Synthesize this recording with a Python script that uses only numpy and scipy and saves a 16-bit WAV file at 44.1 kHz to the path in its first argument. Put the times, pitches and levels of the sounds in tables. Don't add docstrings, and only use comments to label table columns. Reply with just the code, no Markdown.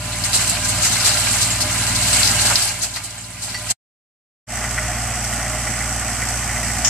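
import sys
import numpy as np
from scipy import signal
from scipy.fft import rfft, irfft, next_fast_len
from scipy.io import wavfile

SR = 44100
rng = np.random.default_rng(int(sys.argv[2]) if len(sys.argv) > 2 else 0)


def waveform_to_disk(signal):
    frames = np.transpose(np.atleast_2d(signal))
    scaled = np.clip(frames, -1, 1) * 32767
    samples = np.round(scaled).astype(np.int16)
    wavfile.write(sys.argv[1], SR, samples)


N = 303849
TIME = np.arange(N) / SR
REAR_END_S, FRONT_START_S = 3.718, 4.466
TEETH_PER_FIRING, ROTOR_BEATS_PER_FIRING = 3.538, 1.68
BURST_ATTACK_S = 0.0081

# (time [s], firing rate [Hz])
FRONT_FIRING_RATE = [(4.5, 58.38), (5.4, 58.33), (5.8, 58.17), (6.3, 58.24), (6.6, 58.45)]
# (time [s], level [dB])
REAR_DRONE_LEVEL = [(0, -30.5), (.2, -29.5), (.57, -29.5), (.79, -26), (.84, -30.5), (1.9, -27),
                    (2.5, -27.5), (2.57, -33.5), (2.98, -39.5), (3.33, -40.5), (3.7, -34.5)]
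# (multiple of firing rate, level [dB])
REAR_EXHAUST_ORDERS = [(0.998, -6.5), (2, -4), (3, -12), (4, -26), (4.25, -16), (5, -20)]
FRONT_EXHAUST_ORDERS = [(1, -3), (1.5, -23), (2.001, -5.5), (3, -26), (3.5, -19.5), (4.001, -15),
                        (4.249, -28)]
# (multiple of tooth rate, level [dB], roughness [0-1])
REAR_GEAR_ORDERS = [(3, -13, .7), (5, -13.5, .35), (6, -17, 1), (7, -19.5, 0.9), (8, -23, .7)]
FRONT_GEAR_ORDERS = [(3, -11.5, 0.68), (7, -18, .8), (10, -20, 0.79)]
# (time [s], level [dB])
SHREDDING_LEVEL = [(0, -33), (.17, -29.5), (.4, -23), (.6, -27), (.9, -23), (1.13, -21), (1.36, -21.5),
                   (1.66, -27), (1.73, -23), (1.93, -25), (2.15, -19), (2.35, -21.5), (2.5, -18.5),
                   (2.548, -22.5), (2.58, -21), (2.66, -23), (2.73, -28.5), (2.92, -35), (3.35, -39),
                   (3.5, -31.5), (3.64, -34.5), (3.71, -27)]

# (frequency [Hz], level [dB])
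PUFF_SPECTRUM = [(20, -28.5), (50, -12.5), (85, 0.5), (130, -0.5), (240, -1.5), (300, -6), (380, -11.5),
                 (450, -19.5), (530, -15), (700, -11.5), (1500, -52.5)]
REAR_STALK_SPECTRUM = [(200, -21.5), (450, -12.5), (900, -24.5), (1880, -24.5), (2900, -9.5), (3440, -11),
                       (4170, -4), (5800, -9), (8120, -1.5), (9300, -10.5), (11100, -12), (13200, -19),
                       (14000, -20.5), (14600, -38), (15000, -37)]
FRONT_STALK_SPECTRUM = [(2060, -51), (3500, -39), (3770, -13), (4360, -9), (5530, -2.5), (6200, -0.5),
                        (6800, -2.5), (7870, -0.5), (8510, -4.5), (9560, -5.5), (11000, -15), (12700, -18),
                        (14100, -34), (14600, -68), (15000, -52)]
HOOD_SPECTRUM = [(300, -14), (390, -10), (450, -24), (530, -13.5), (600, -5.5), (700, -1.5), (830, -3.5),
                 (950, -5), (1130, -5.5), (1400, -2.5), (1650, -3), (1850, -3.5), (2200, -1.5), (3000, -6),
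                 (3800, -18.5), (6000, -29)]
LUMP_SPECTRUM = [(200, -16.5), (450, -7.5), (700, 0.5), (1400, 0.5), (2500, -13.5), (5000, -33.5)]
BLOCK_SPECTRUM = [(300, -22), (420, -8), (600, -2), (720, -12), (840, 1), (930, -2.5), (1200, 3.5),
                  (1480, -2.5), (1680, 1.5), (2000, 1.5), (2400, -0.5), (3000, -3), (3800, -14),
                  (6000, -63)]
BRANCH_SPECTRUM = [(400, -27), (800, -7), (2300, -8), (3300, -1), (3900, -14), (4700, -8), (5700, 7),
                   (6300, 1.5), (7100, 5.5), (8500, -13), (12000, -19), (15000, -47)]
# (frequency [Hz], half width [Hz], level [dB])
PANEL_RESONANCES = [(710, 25, -14.5), (825, 30, -14.5), (1405, 32, -19), (1607, 28, -14.5),
                    (2107, 190, -10.5), (2720, 160, -13)]
BLOCK_RESONANCES = [(719, 32, -8.5), (808, 48, -12), (1453, 69, -12.5), (1840, 160, -15),
                    (2040, 120, -16.5)]

# (time [s], level [dB])
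CLOD_HITS = [(.24, -30.5), (.332, -26), (0.839, -25), (1.057, -24.5), (2.497, -25.5), (2.67, -31),
             (2.828, -30.5), (2.952, -30.5), (3.54, -52), (3.695, -44)]
# (time [s], level [dB], centre [Hz], length [s])
TUFT_BURSTS = [(0.236, -21, 8190, 0.031), (0.33, -14, 4620, 0.019), (0.343, -17.5, 8200, 0.038),
               (0.406, -22.5, 7900, 0.031), (0.469, -19, 8200, 0.018), (0.489, -21, 8200, 0.032),
               (0.638, -24, 8200, 0.039), (0.68, -22, 7900, 0.034), (0.818, -20, 7600, 0.038),
               (0.843, -21, 6000, 0.049), (0.916, -20, 7800, 0.027), (1.043, -13, 4400, 0.02),
               (1.058, -17.5, 7600, 0.041), (1.155, -33, 7900, 0.015), (1.407, -17, 6470, 0.037),
               (1.601, -17.5, 4850, 0.031), (1.864, -23.5, 8000, 0.04), (1.947, -18.5, 4800, 0.027),
               (2.019, -21, 5000, 0.04), (2.065, -22, 7960, 0.035), (2.121, -21, 8200, 0.055),
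               (2.191, -19, 7800, 0.021), (2.239, -16.5, 5000, 0.036), (2.269, -24.5, 5600, 0.034),
               (2.401, -21, 7410, 0.037), (2.453, -17, 4970, 0.025), (2.616, -21, 5000, 0.023),
               (2.671, -20.5, 5030, 0.019), (2.817, -22, 7140, 0.044), (2.936, -25.5, 4000, 0.019),
               (2.956, -28.5, 4560, 0.032), (3.034, -28.5, 9250, 0.033), (3.415, -29.5, 8480, 0.054),
               (3.698, -16.5, 7200, 0.019)]
# (time [s], level [dB], centre [Hz], t60 [s], crack gain, left minus right [dB])
TWIG_SNAPS = [(0.237, -19, 4930, 0.047, .2, 5), (0.3313, -15, 4540, 0.031, 0.72, 4),
              (.496, -11.5, 8000, .035, .3, -4), (.848, -21, 6000, .025, .6, -2),
              (1.433, -19, 5000, 0.023, .4, 6), (1.616, -29, 4660, 0.029, .5, -1),
              (2.231, -13, 4400, 0.034, .3, 9), (2.275, -15.5, 5530, .035, .6, 6),
              (2.556, -8.5, 4900, .06, .7, 4.5), (2.622, -18, 5060, .03, .5, 9),
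              (2.675, -24, 5000, .035, 0.55, 7), (2.834, -20.5, 5170, 0.082, .3, 8),
              (2.961, -23, 4600, 0.038, .5, 5), (3.108, -34, 6040, .03, .5, 5),
              (3.544, -39, 4500, .05, .5, 0), (5.248, -20, 6000, 0.024, .2, 1),
              (5.336, -21, 8200, .025, .3, -11)]
# (time [s], frequency [Hz], level [dB], t60 [s])
GRIT_PINGS = [(1.503, 7520, -18, 0.12), (1.517, 7030, -20, .15), (3.545, 1960, -24, 0.17),
              (3.545, 2760, -36, 0.12), (3.545, 4530, -27.5, 0.2), (3.545, 5570, -30.5, 0.17)]

# (frequency [Hz], level [dB], t60 [s])
KNOCK_RINGS = [(1365, -19.5, 0.042), (1487, -16, 0.033), (1883, -11, 0.032), (2033, -11.5, 0.063),
               (2286, -17, 0.051)]
CYLINDER_DB = [0, -7.5, -5, -6]
# (time [s], level above usual [dB])
KNOCK_ACCENTS = [(4.577, 7), (4.645, 5), (4.785, 9), (5.194, 2), (5.334, 5), (5.402, -1), (5.538, 4),
                 (5.677, 8), (5.814, 7), (6.02, 5.5), (6.089, 7), (6.225, 5.5), (6.434, 8), (6.499, 4),
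                 (6.57, 6)]

# (frequency [Hz], side minus mid [dB])
REAR_SIDE = [(100, -11), (400, -8.5), (1200, -5.5), (2200, -8), (3400, 3), (4500, -0.5), (5600, 0.5),
             (8000, 1), (14000, -1)]
FRONT_SIDE = [(100, -23), (700, -8.5), (2700, -20.5), (3500, 1), (5000, 0), (14000, 0)]
# (frequency [Hz], left minus right [dB])
REAR_BALANCE = [(1800, 0), (3200, -5), (4100, 3.5), (5000, 6), (6200, 8), (7000, -4), (8000, -5.5),
                (9700, -7.5), (11000, -8.5), (13000, -9), (14500, -2.5)]
FRONT_BALANCE = [(3600, -1), (4400, 9.5), (5000, 7), (6200, 6), (6900, 0.5), (7700, -18.5), (8200, -16),
                 (10200, -4), (11000, -8.5), (13000, -23.5)]


def from_db(db):
    return 10 ** (np.asarray(db) / 20)


def unit_rms(x):
    return x / np.sqrt(np.mean(x ** 2) + 1e-20)


def since(start_s):
    return np.maximum(TIME - start_s, 0)


def curve(points):
    return np.interp(TIME, *np.transpose(points))


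def colour(x, spectrum):
    size = next_fast_len(N, True)
    hz, db = np.transpose(spectrum)
    bins_hz = np.maximum(np.arange(size // 2 + 1) * SR / size, 1)
    gain = from_db(np.interp(np.log(bins_hz), np.log(hz), db))
    return irfft(rfft(x, size) * gain, size)[..., :N]


def drift(rate_hz):
    hop = 40
    pole = np.exp(-2 * np.pi * hop * rate_hz / SR)
    noise = rng.standard_normal(N // hop + 2002)
    slow = signal.lfilter([1], [1, -2 * pole, pole * pole], noise)[2000:]
    return np.interp(np.arange(N) / hop, np.arange(len(slow)), unit_rms(slow))


def grains(per_s, spread_db):
    onsets = rng.random((2, N)) < per_s / SR
    sizes = from_db(spread_db * np.minimum(rng.exponential(1, (2, N)), 5))
    return unit_rms(onsets * sizes * rng.choice([-1, 1], (2, N)))


def to_stereo(pair, spectrum, width, balance):
    mid, side = colour(pair, spectrum)
    side = colour(side, width)
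    left = colour(mid + side, [(hz, db / 2) for hz, db in balance])
    right = colour(mid - side, [(hz, -db / 2) for hz, db in balance])
    return np.array([left, right]) / np.std((left + right) / 2)


def strokes(cycles, decay_cycles, uneven_db, depth):
    strength = from_db(uneven_db * rng.standard_normal(2048))[cycles.astype(int) % 2048]
    return unit_rms(1 + depth * strength * np.exp(-(cycles % 1) / decay_cycles))


def tones(cycles, orders, waver_hz, slip_rad):
    out = 0
    for order, db in orders:
        gain = from_db(db + drift(waver_hz))
        phase = 2 * np.pi * order * cycles - 0.3456 * (order - 1) ** 2
        out = out + gain * np.cos(phase + slip_rad * drift(waver_hz))
    return out


def resonance(push, hz, half_width_hz):
    band = signal.butter(2, [hz - half_width_hz, hz + half_width_hz], "band", fs=SR, output="sos")
    return unit_rms(signal.sosfilt(band, push))


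def ring(clicks, hz, t60_s):
    r, w = from_db(-60 / (t60_s * SR)), 2 * np.pi * hz / SR
    return signal.lfilter([0, np.sin(w)], [1, -2 * r * np.cos(w), r * r], clicks + 1e-18)


def crank(firing_hz, zero_s):
    count = np.cumsum(firing_hz + .05 * drift(1.45)) / SR
    return count - count[int(zero_s * SR)]


def exhaust(firings, orders, stereo):
    drone = np.sqrt(2) * tones(firings, orders, waver_hz=7, slip_rad=.04)
    puffs = rng.standard_normal((2, N)) * strokes(firings, decay_cycles=0.59, uneven_db=3, depth=1.8)
    return drone + from_db(-8) * to_stereo(puffs, PUFF_SPECTRUM, *stereo)


def driveline(firings, gears, rotor_db):
    hum = tones(firings * ROTOR_BEATS_PER_FIRING, [(1, 0.5), (2, -18)], waver_hz=10, slip_rad=0.091)
    whine = 0
    for order, db, rough in gears:
        flutter = (drift(9) + 1j * drift(9)) / np.sqrt(2)
        mesh = np.exp(2j * np.pi * order * TEETH_PER_FIRING * firings)
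        whine = whine + from_db(db) * np.real((np.sqrt(1 - rough ** 2) + rough * flutter) * mesh)
    return np.sqrt(2) * (from_db(rotor_db) * hum + whine * (1 + 0.28 * drift(32)))


def breeze():
    spectrum = [(10, -10), (25, -2), (90, -9.5), (300, -20.5), (1000, -53)]
    return from_db(-28.5) * unit_rms(colour(rng.standard_normal((2, N)), spectrum))


def woody_stems(per_s=300, decay_s=0.012, bands=14):
    out = 0
    for hz in np.geomspace(2502, 10120, bands):
        bites = rng.random(N) < per_s / bands / SR
        force = signal.lfilter([1], [1, -np.exp(-1 / (decay_s * SR))], bites + 1e-18)
        out = out + np.sqrt(hz) * resonance(force * rng.standard_normal((2, N)), hz, 0.13 * hz)
    return unit_rms(out)


def cracks(per_s, low_hz, high_hz, t60_s, pitches=30):
    clicks = grains(per_s, spread_db=1)
    pitch_index = rng.integers(0, pitches, N)
    return unit_rms(sum(np.sqrt(hz) * ring(clicks * (pitch_index == k), hz, t60_s)
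                        for k, hz in enumerate(np.geomspace(low_hz, high_hz, pitches))))


def stalks(beats, spectrum, stereo, clump_db, chop, woody=0):
    snaps = grains(7600, spread_db=1) + 1.4 * rng.standard_normal((2, N))
    thick = cracks(per_s=1100, low_hz=3800, high_hz=11000, t60_s=0.036)
    clumps = from_db(clump_db * drift(20))
    sweeps = strokes(beats, decay_cycles=0.3, uneven_db=2.5, depth=chop)
    return to_stereo((snaps + .5 * thick + woody) * clumps * sweeps, spectrum, *stereo)


def hail_gain(shredding_db, drone_db, clod_rise_s=0.014):
    rear = TIME < REAR_END_S
    shredding_swing_db = shredding_db - shredding_db[rear].mean()
    drone_swing_db = drone_db - drone_db[rear].mean()
    power = from_db(-31 + 0.74 * shredding_swing_db + 0.29 * drone_swing_db) ** 2
    for start_s, db in CLOD_HITS:
        rise = np.minimum(since(start_s) / clod_rise_s, 20)
        power = power + (from_db(db) * rise * np.exp(1 - rise)) ** 2
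    return np.sqrt(power)


def hood(firings, stereo):
    hail = grains(5000, spread_db=3) + .5 * rng.standard_normal((2, N))
    hail += 0.45 * cracks(per_s=700, low_hz=896.6, high_hz=3585, t60_s=0.1)
    surge = from_db(drift(14)) * strokes(firings, decay_cycles=0.33, uneven_db=8.5, depth=0.21)
    panels = 0
    for hz, half_width_hz, db in PANEL_RESONANCES:
        gain = from_db(db + 2.54 * drift(17))
        panels = panels + gain * resonance(grains(1500, spread_db=1.5)[0], hz, half_width_hz)
    return from_db(-1) * to_stereo(hail * surge, HOOD_SPECTRUM, *stereo) + panels


def burst(age_s, length_s):
    return (1 - np.exp(-age_s / BURST_ATTACK_S)) * np.exp(-(age_s / length_s) ** 2)


def tufts(shredding):
    out = np.zeros((2, N))
    for start_s, db, hz, length_s in TUFT_BURSTS:
        span = slice(int(start_s * SR), int((start_s + .2) * SR))
        tear = shredding[:, span] * burst(TIME[span] - TIME[span][0], length_s)
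        pitched = signal.lfilter(*signal.iirpeak(hz, Q=3.5, fs=SR), tear)
        out[:, span] += from_db(db) * (tear + 0.81 * pitched)
    return out


def twigs(crack_s=0.001):
    out = np.zeros((2, N))
    splinters = grains(10000, spread_db=1)
    for start_s, db, hz, t60_s, crack, pan_db in TWIG_SNAPS:
        age_s = np.arange(int(t60_s * SR)) / SR
        span = slice(int(start_s * SR), int(start_s * SR) + len(age_s))
        fall = from_db(-60 * age_s / t60_s) + crack * np.exp(-age_s / crack_s)
        snap = resonance(splinters[:, span], hz, 740) + 0.44 * resonance(splinters[:, span], 7000, 4300)
        out[:, span] += from_db([[db + pan_db / 2], [db - pan_db / 2]]) * fall * snap
    return out


def grit():
    out = np.zeros(N)
    for start_s, hz, db, t60_s in GRIT_PINGS:
        age_s = since(start_s)
        fall = from_db(db - 60 * np.minimum(age_s / t60_s, 2))
        out += fall * np.sin(2 * np.pi * hz * age_s) * (1 + 0.22 * drift(110))
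    return out


def earth_lump(stereo, start_s=2.502):
    force = from_db(-19) * burst(since(start_s), length_s=0.027)
    return force * to_stereo(grains(2800, spread_db=-3.5), LUMP_SPECTRUM, *stereo)


def from_behind():
    stereo = REAR_SIDE, REAR_BALANCE
    firings = crank(firing_hz=57.05, zero_s=.0066)
    shredding_db, drone_db = curve(SHREDDING_LEVEL), curve(REAR_DRONE_LEVEL)
    drone = exhaust(firings, REAR_EXHAUST_ORDERS, stereo)
    drone += driveline(firings, REAR_GEAR_ORDERS, rotor_db=-6.5) + breeze()
    stems, dry_snaps = woody_stems(), grains(110, spread_db=0)
    cutting = stalks(firings * ROTOR_BEATS_PER_FIRING, REAR_STALK_SPECTRUM, stereo,
                     clump_db=0.05, chop=0.18, woody=0.95 * stems + 0.55 * dry_snaps)
    tearing = stalks(firings, REAR_STALK_SPECTRUM, stereo,
                     clump_db=0.6, chop=0.15, woody=0.35 * (stems + dry_snaps)[::-1])
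    hail = hail_gain(shredding_db, drone_db) * hood(firings, stereo)
    return (from_db(drone_db) * drone + from_db(shredding_db) * cutting
            + hail + tufts(tearing) + earth_lump(stereo))


def block_thud(firings, stereo):
    ticks = rng.standard_normal((2, N)) + 0.43 * grains(2500, spread_db=0.5)
    blows = strokes(firings, decay_cycles=0.32, uneven_db=2.5, depth=0.18)
    out = from_db(-2) * to_stereo(ticks * blows, BLOCK_SPECTRUM, *stereo)
    for hz, half_width_hz, db in BLOCK_RESONANCES:
        push = rng.standard_normal(N) * strokes(firings, decay_cycles=0.35, uneven_db=0.5, depth=1.5)
        out += from_db(db + 1.8 * drift(5.9)) * resonance(push, hz, half_width_hz)
    return out


def cylinder_knock(firings, slap_lag_firings=0.36, uneven_db=3.5):
    jittered = firings + .008 * drift(20)
    hits = sum(np.diff(np.floor(jittered - lag), prepend=0) == 1 for lag in (0, slap_lag_firings))
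    cylinder = np.floor(jittered).astype(int) % 4
    accent_db = sum(db * (np.abs(firings - firings[int(s * SR)]) < 2) for s, db in KNOCK_ACCENTS)
    hit_db = np.array(CYLINDER_DB)[cylinder] + accent_db * (cylinder == 0) + uneven_db * drift(6.2)
    out = 0
    for hz, db, t60_s in KNOCK_RINGS:
        blows = hits * from_db(hit_db + 1.2 * drift(30)) * rng.choice([-1, 1], N)
        out = out + from_db(db) * unit_rms(ring(blows, hz, t60_s))
    return out


def branch(stereo, start_s=6.846):
    age_s = since(start_s)
    crack = (1 - np.exp(-age_s / 0.0013)) * (1 + 1.3 * np.exp(-age_s / 0.011))
    force = crack * from_db(-19.5 + 0.65 * drift(102))
    return force * to_stereo(grains(9000, spread_db=3.5), BRANCH_SPECTRUM, *stereo)


def nearing(start_db, db_per_s):
    return from_db(start_db + db_per_s * since(FRONT_START_S))


def from_front():
    stereo = FRONT_SIDE, FRONT_BALANCE
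    firings = crank(curve(FRONT_FIRING_RATE), zero_s=4.579)
    ignitions = firings + .37
    drone = exhaust(firings, FRONT_EXHAUST_ORDERS, stereo)
    drone += driveline(firings, FRONT_GEAR_ORDERS, rotor_db=-12.5) + breeze()
    cutting = stalks(ignitions, FRONT_STALK_SPECTRUM, stereo, clump_db=.5, chop=0.75)
    knock = block_thud(ignitions, stereo) + cylinder_knock(ignitions)
    return (nearing(-28.5, db_per_s=0.48) * drone + nearing(-29.5, db_per_s=0.19) * knock
            + nearing(-30, db_per_s=1) * cutting + branch((FRONT_SIDE, REAR_BALANCE)))


def scene(fade_out_s=0.0057, fade_in_s=0.028):
    rear_gain = np.exp(-np.minimum(since(REAR_END_S) / fade_out_s, 20))
    front_gain = (1 - np.exp(-since(FRONT_START_S) / fade_in_s)) ** 2
    return rear_gain * (from_behind() + grit()) + front_gain * from_front() + twigs()


def record(dry):
    ceiling, cutoff_hz = 1.15, 14800
    rounded = ceiling * np.tanh(dry / ceiling)
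    return signal.sosfilt(signal.ellip(10, .2, 90, cutoff_hz, fs=SR, output="sos"), rounded)


dry = scene()
out = record(dry)
waveform_to_disk(out)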